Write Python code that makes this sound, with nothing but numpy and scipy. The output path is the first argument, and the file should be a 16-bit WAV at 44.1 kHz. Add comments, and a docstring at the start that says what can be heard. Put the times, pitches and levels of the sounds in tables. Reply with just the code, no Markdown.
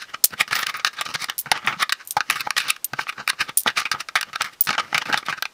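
"""Fingers scrape coins along a small plastic tray over faint room noise, then a loud clink and knocks break in.
A hand scoops up loose coins: each touch is a noise-like swarm of contacts that excites the modes of the tray,
ticks in the treble and thuds through the table. Coins dropped into the other palm clink: a crack sets narrow
modes ringing, which skin or another coin damps. Soft low bumps and a weak, dull echo complete the scene."""
import sys
import numpy as np
from scipy import signal
from scipy.fft import rfft, irfft
from scipy.io import wavfile
from scipy.ndimage import uniform_filter1d

SR = 44100
rng = np.random.default_rng(int(sys.argv[2]) if len(sys.argv) > 2 else 0)


def transcribe(u):
    """Save the signal u as a 16-bit wav file named by the first command-line argument.

    u: samples, shape (n,) or (channels, n), limited to [-1, 1]; the rate is SR.
    q: integer samples, one column per channel.
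    """
    v = np.clip(np.atleast_2d(u).T, -1, 1)
    q = np.round(v * 32767).astype(np.int16)
    wavfile.write(sys.argv[1], SR, q)


N = 243873  # length of the scene [samples]
GRAIN, LEAD = 16384, 6144  # length of one event and position of its peak [samples]
EVENT_MS = (np.arange(GRAIN) - LEAD) * 1000 / SR  # time from the peak
EVENT_HZ = np.fft.rfftfreq(GRAIN, 1 / SR)

# sets of three coin modes, one row per way of ringing; some rows share a coin:
# (mode 1 [Hz], mode 2 [Hz], mode 3 [Hz])
COIN_MODES = [(9405, 13270, 15200), (11265, 11828, 15190), (9310, 12330, 13920), (9500, 11330, 13240),
              (8807, 12750, 14850), (9400, 11850, 15570), (9405, 13270, 15190), (9500, 12770, 13900)]
COIN_WIDTH_HZ = 38  # half-power bandwidth of a freely ringing coin


def undb(db):
    """Decibel law: amplitude ratio of a level in dB."""
    return 10 ** (np.asarray(db) / 20)


def resonance(f, hz, width_hz):
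    """Damped oscillator: response of one mode, gain 1 at its centre."""
    return 1j * f * width_hz / (hz ** 2 - f ** 2 + 1j * f * width_hz)


def through(x, response):
    """Linear filtering: multiply the spectrum of each row by its frequency response."""
    return irfft(rfft(x) * response, x.shape[-1])


def root_energy(rows):
    """Signal energy: square root of the summed squares of each row."""
    return np.sqrt((rows ** 2).sum(axis=-1, keepdims=True))


def fits(shape):
    """Intermittency: random levels held a few milliseconds, with softened steps."""
    hold = SR // 300
    levels = rng.standard_normal((shape[0], shape[1] // hold + 1))
    held = np.repeat(levels, hold, axis=1)[:, :shape[1]]
    return uniform_filter1d(held, hold // 2, axis=1)


def contacts(shape, spread_db, fits_db):
    """Random excitation: swarms of tiny uneven contacts that come in fits, with scattered hard clicks."""
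    lone = rng.random(shape) < 250 / SR  # 250 a second on average
    level_db = spread_db * rng.exponential(size=shape) + fits_db * fits(shape) + 10.5 * lone
    return rng.standard_normal(shape) * undb(level_db)


def envelope(swell_ms, fade_ms):
    """Exponential growth and decay: one row per event, peaking at LEAD."""
    constant_ms = np.where(EVENT_MS < 0, swell_ms[:, None], fade_ms[:, None])
    return np.exp(-np.abs(EVENT_MS) / np.clip(constant_ms, .05, 45))


def place(times, rows):
    """Superposition: add each row to the time line with its LEAD sample at the given time [s]."""
    out = np.zeros(N + 2 * GRAIN)
    for s, row in zip(times, rows):
        start = int(s * SR) + GRAIN - LEAD
        out[start:start + GRAIN] += row
    return out[GRAIN:GRAIN + N]


def room():
    """Stationary coloured noise: the faint noise of the room and the microphone."""
    # noise spectrum: (frequency [Hz], relative level per hertz [dB])
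    noise_spectrum = [(40, -8.5), (200, -4), (1000, -3.5), (5000, -10.5), (16000, -24)]
    hz, db = np.transpose(noise_spectrum)
    f = np.fft.rfftfreq(N, 1 / SR)
    spectrum_db = np.interp(np.log(f + 1), np.log(hz), db)
    noise = through(rng.standard_normal(N), undb(spectrum_db))
    return undb(-54.5) * noise / noise.std()


def reverberation(dry):
    """Diffuse decay: table and walls answer with dull noise that falls 60 dB in 0.14 s."""
    t = np.arange(SR // 4) / SR
    dull_noise = uniform_filter1d(rng.standard_normal(len(t)), size=4)
    echo = dull_noise * undb(-42.0 - 60 * t / 0.14)
    return signal.fftconvolve(dry, echo)[:N]


def bumps():
    """Transient low oscillation: the heel of the hand or the tray pushes the table for a few soft cycles."""
    # soft bumps: (start [s], peak level before smoothing [dB], pitch [Hz])
    table_bumps = [(0.329, -37, 197), (0.519, -39, 147), (1.149, -33, 161), (1.462, -35, 145),
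                   (1.646, -31, 210), (1.676, -30.5, 134), (1.768, -34, 176), (2.292, -34.5, 272),
                   (2.93, -31, 134), (3.661, -26.5, 230), (4.687, -26, 165), (4.95, -32, 155),
                   (5.092, -32, 280), (5.296, -36, 152)]
    swell_ms, fade_ms = 2.77, 11.6  # before smoothing
    s, db, hz = np.transpose(table_bumps)
    phase = rng.random((len(s), 1))  # in cycles
    cycles = np.sin(2 * np.pi * (hz[:, None] * EVENT_MS / 1000 + phase))
    shape = uniform_filter1d(envelope(swell_ms + 0 * s, fade_ms + 0 * s), size=200, axis=1)
    return place(s + swell_ms / 1000, undb(db)[:, None] * shape * cycles)


def handful(gain_db):
    """Modal superposition: all coin modes, each damped by neighbours; one row of gains [dB] per event."""
    return sum(undb(gain_db[:, k, None]) * resonance(EVENT_HZ, hz, 4 * COIN_WIDTH_HZ)
               for k, hz in enumerate(np.ravel(COIN_MODES)))


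def tray(tilt_db, deep_db):
    """Modal response: the struck spot weights each mode at random; the plastic is dull in the treble."""
    # tray modes: (frequency [Hz], bandwidth [Hz], relative level [dB])
    tray_modes = [(854, 130, -8.5), (1077, 100, -5.5), (1259, 176, 3), (1586, 217, 4), (1930, 576, 0),
                  (2428, 326, 1), (2930, 343, -5), (3567, 395, -2), (4670, 2870, -5.5)]
    spot_db = 3.89 * rng.standard_normal((len(tilt_db), len(tray_modes)))
    # a blow that shakes the table also drums the tray floor, its lowest mode
    spot_db[:, 0] = 0.6 * spot_db[:, 0] + deep_db
    modes = 0
    for k, (hz, width_hz, mode_db) in enumerate(tray_modes):
        tilted_db = tilt_db[:, None] * np.log2(hz / 1600)  # the tilt is in dB per octave
        gain = undb(mode_db + spot_db[:, k, None] + tilted_db)
        modes = modes + (-1) ** k * gain * resonance(EVENT_HZ, hz, width_hz)
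    return modes / (1 + 1j * EVENT_HZ / 9000) ** 4


def strokes():
    """Contact force: a thud grows with the weight of the hand, with level, length and a soft contact."""
    # coins and nails knock the tray, a sudden start and a fade:
    # (time [s], body level [dB], fade constant [ms], tick level against body [dB])
    knocks = [(0.24, -31, 1.5, 22.5), (0.306, -40, 12, -7), (0.478, -29, 12, -9), (0.51, -21, 22, -13),
              (0.554, -15.5, 5, -6), (0.6638, -28, 32, -13), (0.6675, -11, 2, -7), (0.741, -23, 27, -17),
              (0.796, -25.5, 8.1, -17), (0.8474, -5, 2.7, -12), (0.847, -21.5, 16, -7),
              (0.931, -35, 17, -9), (0.969, -34.5, 10, -13), (1.0109, -14.5, 6.3, -6), (1.053, -32, 8.8, 0),
              (1.14, -22.5, 6, -3), (1.285, -25.5, 20, -26), (1.298, -12.5, 3, -6.5), (1.459, -29, 21, -43),
              (1.516, -3, 4.3, -9), (1.5395, -27, 0.94, -37), (1.65, -29, 4, -16), (1.673, -10, 10, -26.5),
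              (1.725, -23.5, 13.6, -31), (1.894, -16, 5.3, -10), (1.9231, -7.5, 4.1, -5.5),
              (2.1675, -8.5, 7.3, -19.5), (2.206, -9, 3.2, -20), (2.2994, -7.5, 5.1, -9.5),
              (2.3085, -12, 2.2, -2), (2.357, -21, 18, -9), (2.506, -8, 1.75, -11),
              (2.566, -11.5, 2.5, -11), (2.568, -19.5, 44, -7), (2.682, -21, 19.5, -8),
              (2.9341, -17, 4.1, -26), (3.069, -19.5, 0.96, -33), (3.125, -31.5, 6.3, -15),
              (3.18, -26, 3.1, -41), (3.277, -7, 1.9, -7.5), (3.3012, -7, 1.5, -6),
              (3.332, -31.5, 7.4, -22), (3.403, -32, 52, -7), (3.6621, -15, 12, -48),
              (3.686, -15, 5.8, -16), (3.701, -21, 7.3, -17), (3.7727, -16.5, 22, -10.5),
              (3.815, -21, 5.6, -14), (3.8539, -15, 8, -21.5), (3.915, -11.5, 8.5, -7.5),
              (3.94, -23.5, 18.6, -45), (4.0866, -21, 4.9, -9.5), (4.155, -9.5, 14.8, -12.5),
              (4.2112, -15.5, 3.4, -2.5), (4.229, -15, 3.3, -9), (4.3311, -25.5, 8.1, -17),
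              (4.4196, -14.5, 3.5, 0), (4.4435, -24, 22, -9), (4.671, -17.5, 8.3, -10),
              (4.706, -11.5, 3.7, -25), (4.7292, -19, 10, -19), (4.78, -13, 11.7, -28),
              (4.928, -15, 2.3, -58), (4.945, -10.5, 12.2, -18), (4.979, -10, 4.9, -8.5),
              (5.055, -27.5, 53, -21), (5.088, -22.5, 31, -40.5), (5.127, -15, 22, -14),
              (5.175, -17.5, 10.4, -5), (5.228, -29, 4.3, -36), (5.2846, -17.5, 8.3, -43),
              (5.326, -17, 8.4, -26.5), (5.4242, -11, 2.2, -6.5), (5.454, -16, 3.6, -18)]
    # fingers scrape coins along the tray, building up to a peak; swells over 45 ms are held at 45 ms:
    # (time of the peak [s], body level [dB], swell constant [ms], tick level against body [dB])
    scrapes = [(0.0226, -29, 16, -10.5), (0.0977, -39.5, 16, -13), (0.1456, -21, 5.6, -23.5),
               (0.3367, -26, 7, -22), (0.41, -10, 9.3, -8.5), (0.531, -13.5, 7.6, -13),
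               (0.565, -19.5, 15, -7), (0.5925, -21.5, 26, -10), (0.6312, -17, 7.8, -10.5),
               (0.697, -18.5, 6.1, -12), (0.8736, -15, 6.5, -12.5), (0.9942, -25, 15, -26),
               (1.0645, -22.5, 5.5, -17), (1.104, -30.5, 27, -11.5), (1.1526, -15.5, 5.2, -13),
               (1.224, -24.5, 21, -6), (1.2434, -18.5, 3, -2), (1.563, -25.5, 23.4, -31),
               (1.576, -25.5, 4.9, -12), (1.6942, -24.5, 33, -33.5), (1.813, -20, 13, -13),
               (1.8281, -10, 5.9, -7.5), (2.011, -35, 13.6, -21), (2.3311, -24.5, 23.6, -10.5),
               (2.4074, -19.5, 8.7, -7), (2.46, -38, 31, -14), (2.472, -14.5, 2.3, -61),
               (2.5812, -11, 4.9, -7), (2.7046, -9.5, 3.8, -2), (2.669, -29, 27, -24),
               (2.7643, -29, 3, -10), (2.9927, -11.5, 2.76, -39), (3.01, -27.5, 21, -9.5),
               (3.092, -18, 7.2, -15), (3.203, -27.5, 16, -37.5), (3.2969, -15, 6.4, -6.5),
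               (3.414, -12.5, 8.3, -12.5), (3.4948, -24, 7.6, -15), (3.6777, -10.5, 5.7, -12.5),
               (3.766, -26.5, 5.3, -13), (3.7794, -12, 5.6, -14), (3.8034, -22.5, 7.8, -3.5),
               (4.0075, -21.5, 8.3, -5), (4.2883, -40.5, 16, -26), (4.3592, -15.5, 3.4, -14.5),
               (4.4098, -11, 2.45, -20), (4.4184, -23, 11.3, -11), (4.536, -41, 9.1, -5),
               (4.6917, -11, 3.2, -20.5), (4.7056, -27, 14.6, -15), (4.7518, -20.5, 3.4, -36),
               (4.7983, -14.5, 6.8, -20), (4.84, -39.5, 60, -19), (4.9615, -36.5, 93, -11),
               (5.022, -20, 5.7, -17), (5.1429, -5, 1.4, -28), (5.264, -28, 4.5, -5),
               (5.3022, -20.5, 14, -16), (5.3815, -28.5, 9.1, -20)]
    # how heavily the hand leans on the tray: (time [s], thud level before adjustment [dB])
    hand_weight = [(0.0, -44.5), (0.33, -26.5), (0.98, -43.5), (1.14, -25), (1.4, -50), (1.52, -24),
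                   (1.6, -49), (1.75, -29.5), (2.06, -66), (2.17, -25), (2.3, -32), (2.9, -44),
                   (2.94, -17.5), (3.05, -42), (3.6, -21.5), (3.67, -30), (3.73, -35.5), (4.6, -35),
                   (4.7, -24), (4.74, -38), (5.1, -29.5), (5.53, -40)]
    knock_s, knock_db, knock_fade_ms, knock_tick_db = np.transpose(knocks)
    scrape_s, scrape_db, scrape_swell_ms, scrape_tick_db = np.transpose(scrapes)
    s, db = np.r_[knock_s, scrape_s], np.r_[knock_db, scrape_db]
    tick_db = np.r_[knock_tick_db, scrape_tick_db]
    swell_ms = np.r_[0.45 + 0 * knock_fade_ms, scrape_swell_ms]
    fade_ms = np.r_[knock_fade_ms, 0.83 * scrape_swell_ms]
    thud_level_db = np.interp(s, *np.transpose(hand_weight))
    thud_level_db += 0.37 * (db + 18.0) - 0.34 * (tick_db + 35.5)
    thud_level_db += np.log2((swell_ms + fade_ms) / 10)  # 1 dB per doubling of length
    return s, db, swell_ms, fade_ms, tick_db, thud_level_db - db


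def touches():
    """Forced modal vibration: each touch rings the tray at two spots, ticks and thuds through the table."""
    # bands in which hard contacts tick: (centre [Hz], width of one filter stage [Hz], relative level [dB])
    tick_bands = [(4834, 3030, 6.5), (7280, 2920, 3), (9840, 2030, 1), (12930, 7100, -8.5)]
    # the fingers come down flat on the tray floor and drum it for a moment: (time [s])
    landings = [1.516, 2.167, 3.677]
    landing_db, landing_s = 12.5, 0.0068  # boost of the lowest mode and its spread in time
    s, db, swell_ms, fade_ms, tick_db, thud_db = strokes()
    shape = envelope(swell_ms, fade_ms)
    here, there = (shape * contacts(shape.shape, spread_db=2.6, fits_db=2.9) for _ in range(2))
    # the main contact lands at the peak
    here[:, LEAD] += 14.0

    # a soft fingertip (little tick) favours the low modes
    tilt_db = 0.32 * (tick_db + 14.0)
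    nearness = np.exp(-((s[:, None] - landings) / landing_s) ** 2).sum(axis=1)
    deep_db = 0.47 * (db + thud_db + 37.5) + landing_db * nearness
    body = through(here, tray(tilt_db, deep_db)) + through(there, tray(tilt_db, deep_db))

    # coins that are pushed along ring briefly
    pushed = handful(0.95 * rng.standard_normal((len(s), np.size(COIN_MODES))) - 12)
    # hard contacts crowd round the peak, and each band comes in its own flecks
    hard = (here + there) * shape ** 0.25
    tick = 0
    for hz, width_hz, band_db in tick_bands:
        flecks = hard * undb(band_db + 3 * fits(shape.shape))
        tick = tick + through(flecks, resonance(EVENT_HZ, hz, width_hz) ** 2 * (1 + pushed))

    table = resonance(EVENT_HZ, 116.5, 110) * resonance(EVENT_HZ, 365, 370)
    thud = through(here + there, table + 0.3 * resonance(EVENT_HZ, 515, 450))

    # give every part the energy of the envelope before setting its level
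    body, tick, thud = (part * root_energy(shape) / root_energy(part) for part in (body, tick, thud))
    touch = body + undb(tick_db)[:, None] * tick + undb(thud_db)[:, None] * thud
    return place(s, undb(db)[:, None] * touch)


def clinks():
    """Impact and free vibration: a bright crack starts a coin ringing until skin or another coin stops it."""
    # coin on coin:
    # (time [s], peak level [dB], ring against crack [dB], crack fade constant [ms], free ringing [ms])
    coin_hits = [(0.241, 9, -17, 3.5, 13), (0.547, -23, 2, 7.2, 31), (0.5844, -30, 3, 4, 25),
                 (0.603, -22, 0, 12, 22), (0.6965, -37, -3, 1.5, 16), (0.7662, -25.5, -3, 4.5, 10),
                 (1.3808, -9.5, -8, 1.2, 14), (1.3888, -8.5, -4, 3.5, 25), (1.664, -17, -21, 5.2, 56),
                 (2.0467, -28.5, -18, 11, 54), (2.0734, -15, -8, 3, 58), (2.1083, -5, -25, 1.16, 13),
                 (2.112, -16.5, -9, 2.7, 15), (2.8443, -3, -12, 3.2, 5.8), (2.8502, -11.5, -9, 2.2, 18),
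                 (3.5719, -11.5, -2, 2.5, 7.6), (3.573, 3.5, -1.5, 3, 7.3), (3.581, -2.5, -12, 5.2, 30),
                 (3.603, -14, -16, 13, 15), (4.6079, 3, -5, 4.5, 17), (4.6194, -15, -13, 2, 7.1),
                 (4.637, -14.5, -28, 3.6, 46), (4.642, -30, 8, 1.4, 6)]
    # which set of coin modes rings at each clink: (row of COIN_MODES)
    ringing_set = [5, 4, 4, 1, 4, 4, 1, 1, 4, 1, 2, 2, 2, 3, 3, 0, 0, 6, 0, 4, 4, 4, 7]
    # relative strength of the modes in each set: (mode 1 [dB], mode 2 [dB], mode 3 [dB])
    mode_strength = [(-3, -24, -4.5), (-1, 2, 3), (-13, 14, -8), (-14, -27, 23), (-16, -23, 9),
                     (-26, -26.5, -10.5), (-17.5, -7, -13.5), (-19, 3, -10)]
    s, db, ring_db, crack_ms, free_ms = np.transpose(coin_hits)
    # the crack is followed by a fading chatter of neighbours
    shape = envelope(0 * s, crack_ms) + undb(-5.5) * envelope(0 * s, 0.52 * free_ms)
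    blow = shape * contacts(shape.shape, spread_db=5.0, fits_db=-4.0)
    blow[:, LEAD] += 5.0

    # all modes of the handful answer a little
    others = handful(2.2 * rng.standard_normal((len(s), np.size(COIN_MODES))))
    bright = resonance(EVENT_HZ, 11400, 24000) * resonance(EVENT_HZ, 6300, 14000) ** 2
    crack = through(blow, bright * (1 + 0.7 * others))

    # the first contact sets the coin ringing, later ones only nudge it
    first = 0.47 * blow
    first[:, LEAD] += 12.0
    hz, gain = np.array(COIN_MODES)[ringing_set], undb(mode_strength)[ringing_set]
    modes = gain[..., None] * resonance(EVENT_HZ, hz[..., None], COIN_WIDTH_HZ)
    ring = through(first, modes.sum(axis=1))
    # once stopped, the ring dies with a 2.9 ms time constant on top of its own decay
    ring = ring * np.exp(-np.clip(EVENT_MS - free_ms[:, None], 0, None) / 2.9)

    crack, ring = (part / np.abs(part).max(axis=1, keepdims=True) for part in (crack, ring))
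    clink = crack + undb(ring_db)[:, None] * ring
    return place(s, undb(db)[:, None] * clink / np.abs(clink).max(axis=1, keepdims=True))


def scene():
    """Superposition: all sources, their echo and the room noise, the same in both channels."""
    dry = touches() + clinks() + bumps()
    mono = dry + reverberation(dry) + room()
    return np.array([mono, mono])


def record(dry):
    """Overload and band limiting: the recorder clips peaks beyond full scale and cuts the top."""
    clipped = np.clip(dry, -1, 1)
    roll_off = signal.cheby1(6, 1, 15200, fs=SR, output="sos")  # edge in Hz
    top_cut = signal.ellip(10, .2, 70, 16800, fs=SR, output="sos")  # edge in Hz
    return signal.sosfilt(top_cut, signal.sosfilt(roll_off, clipped))


dry = scene()
out = record(dry)
transcribe(out)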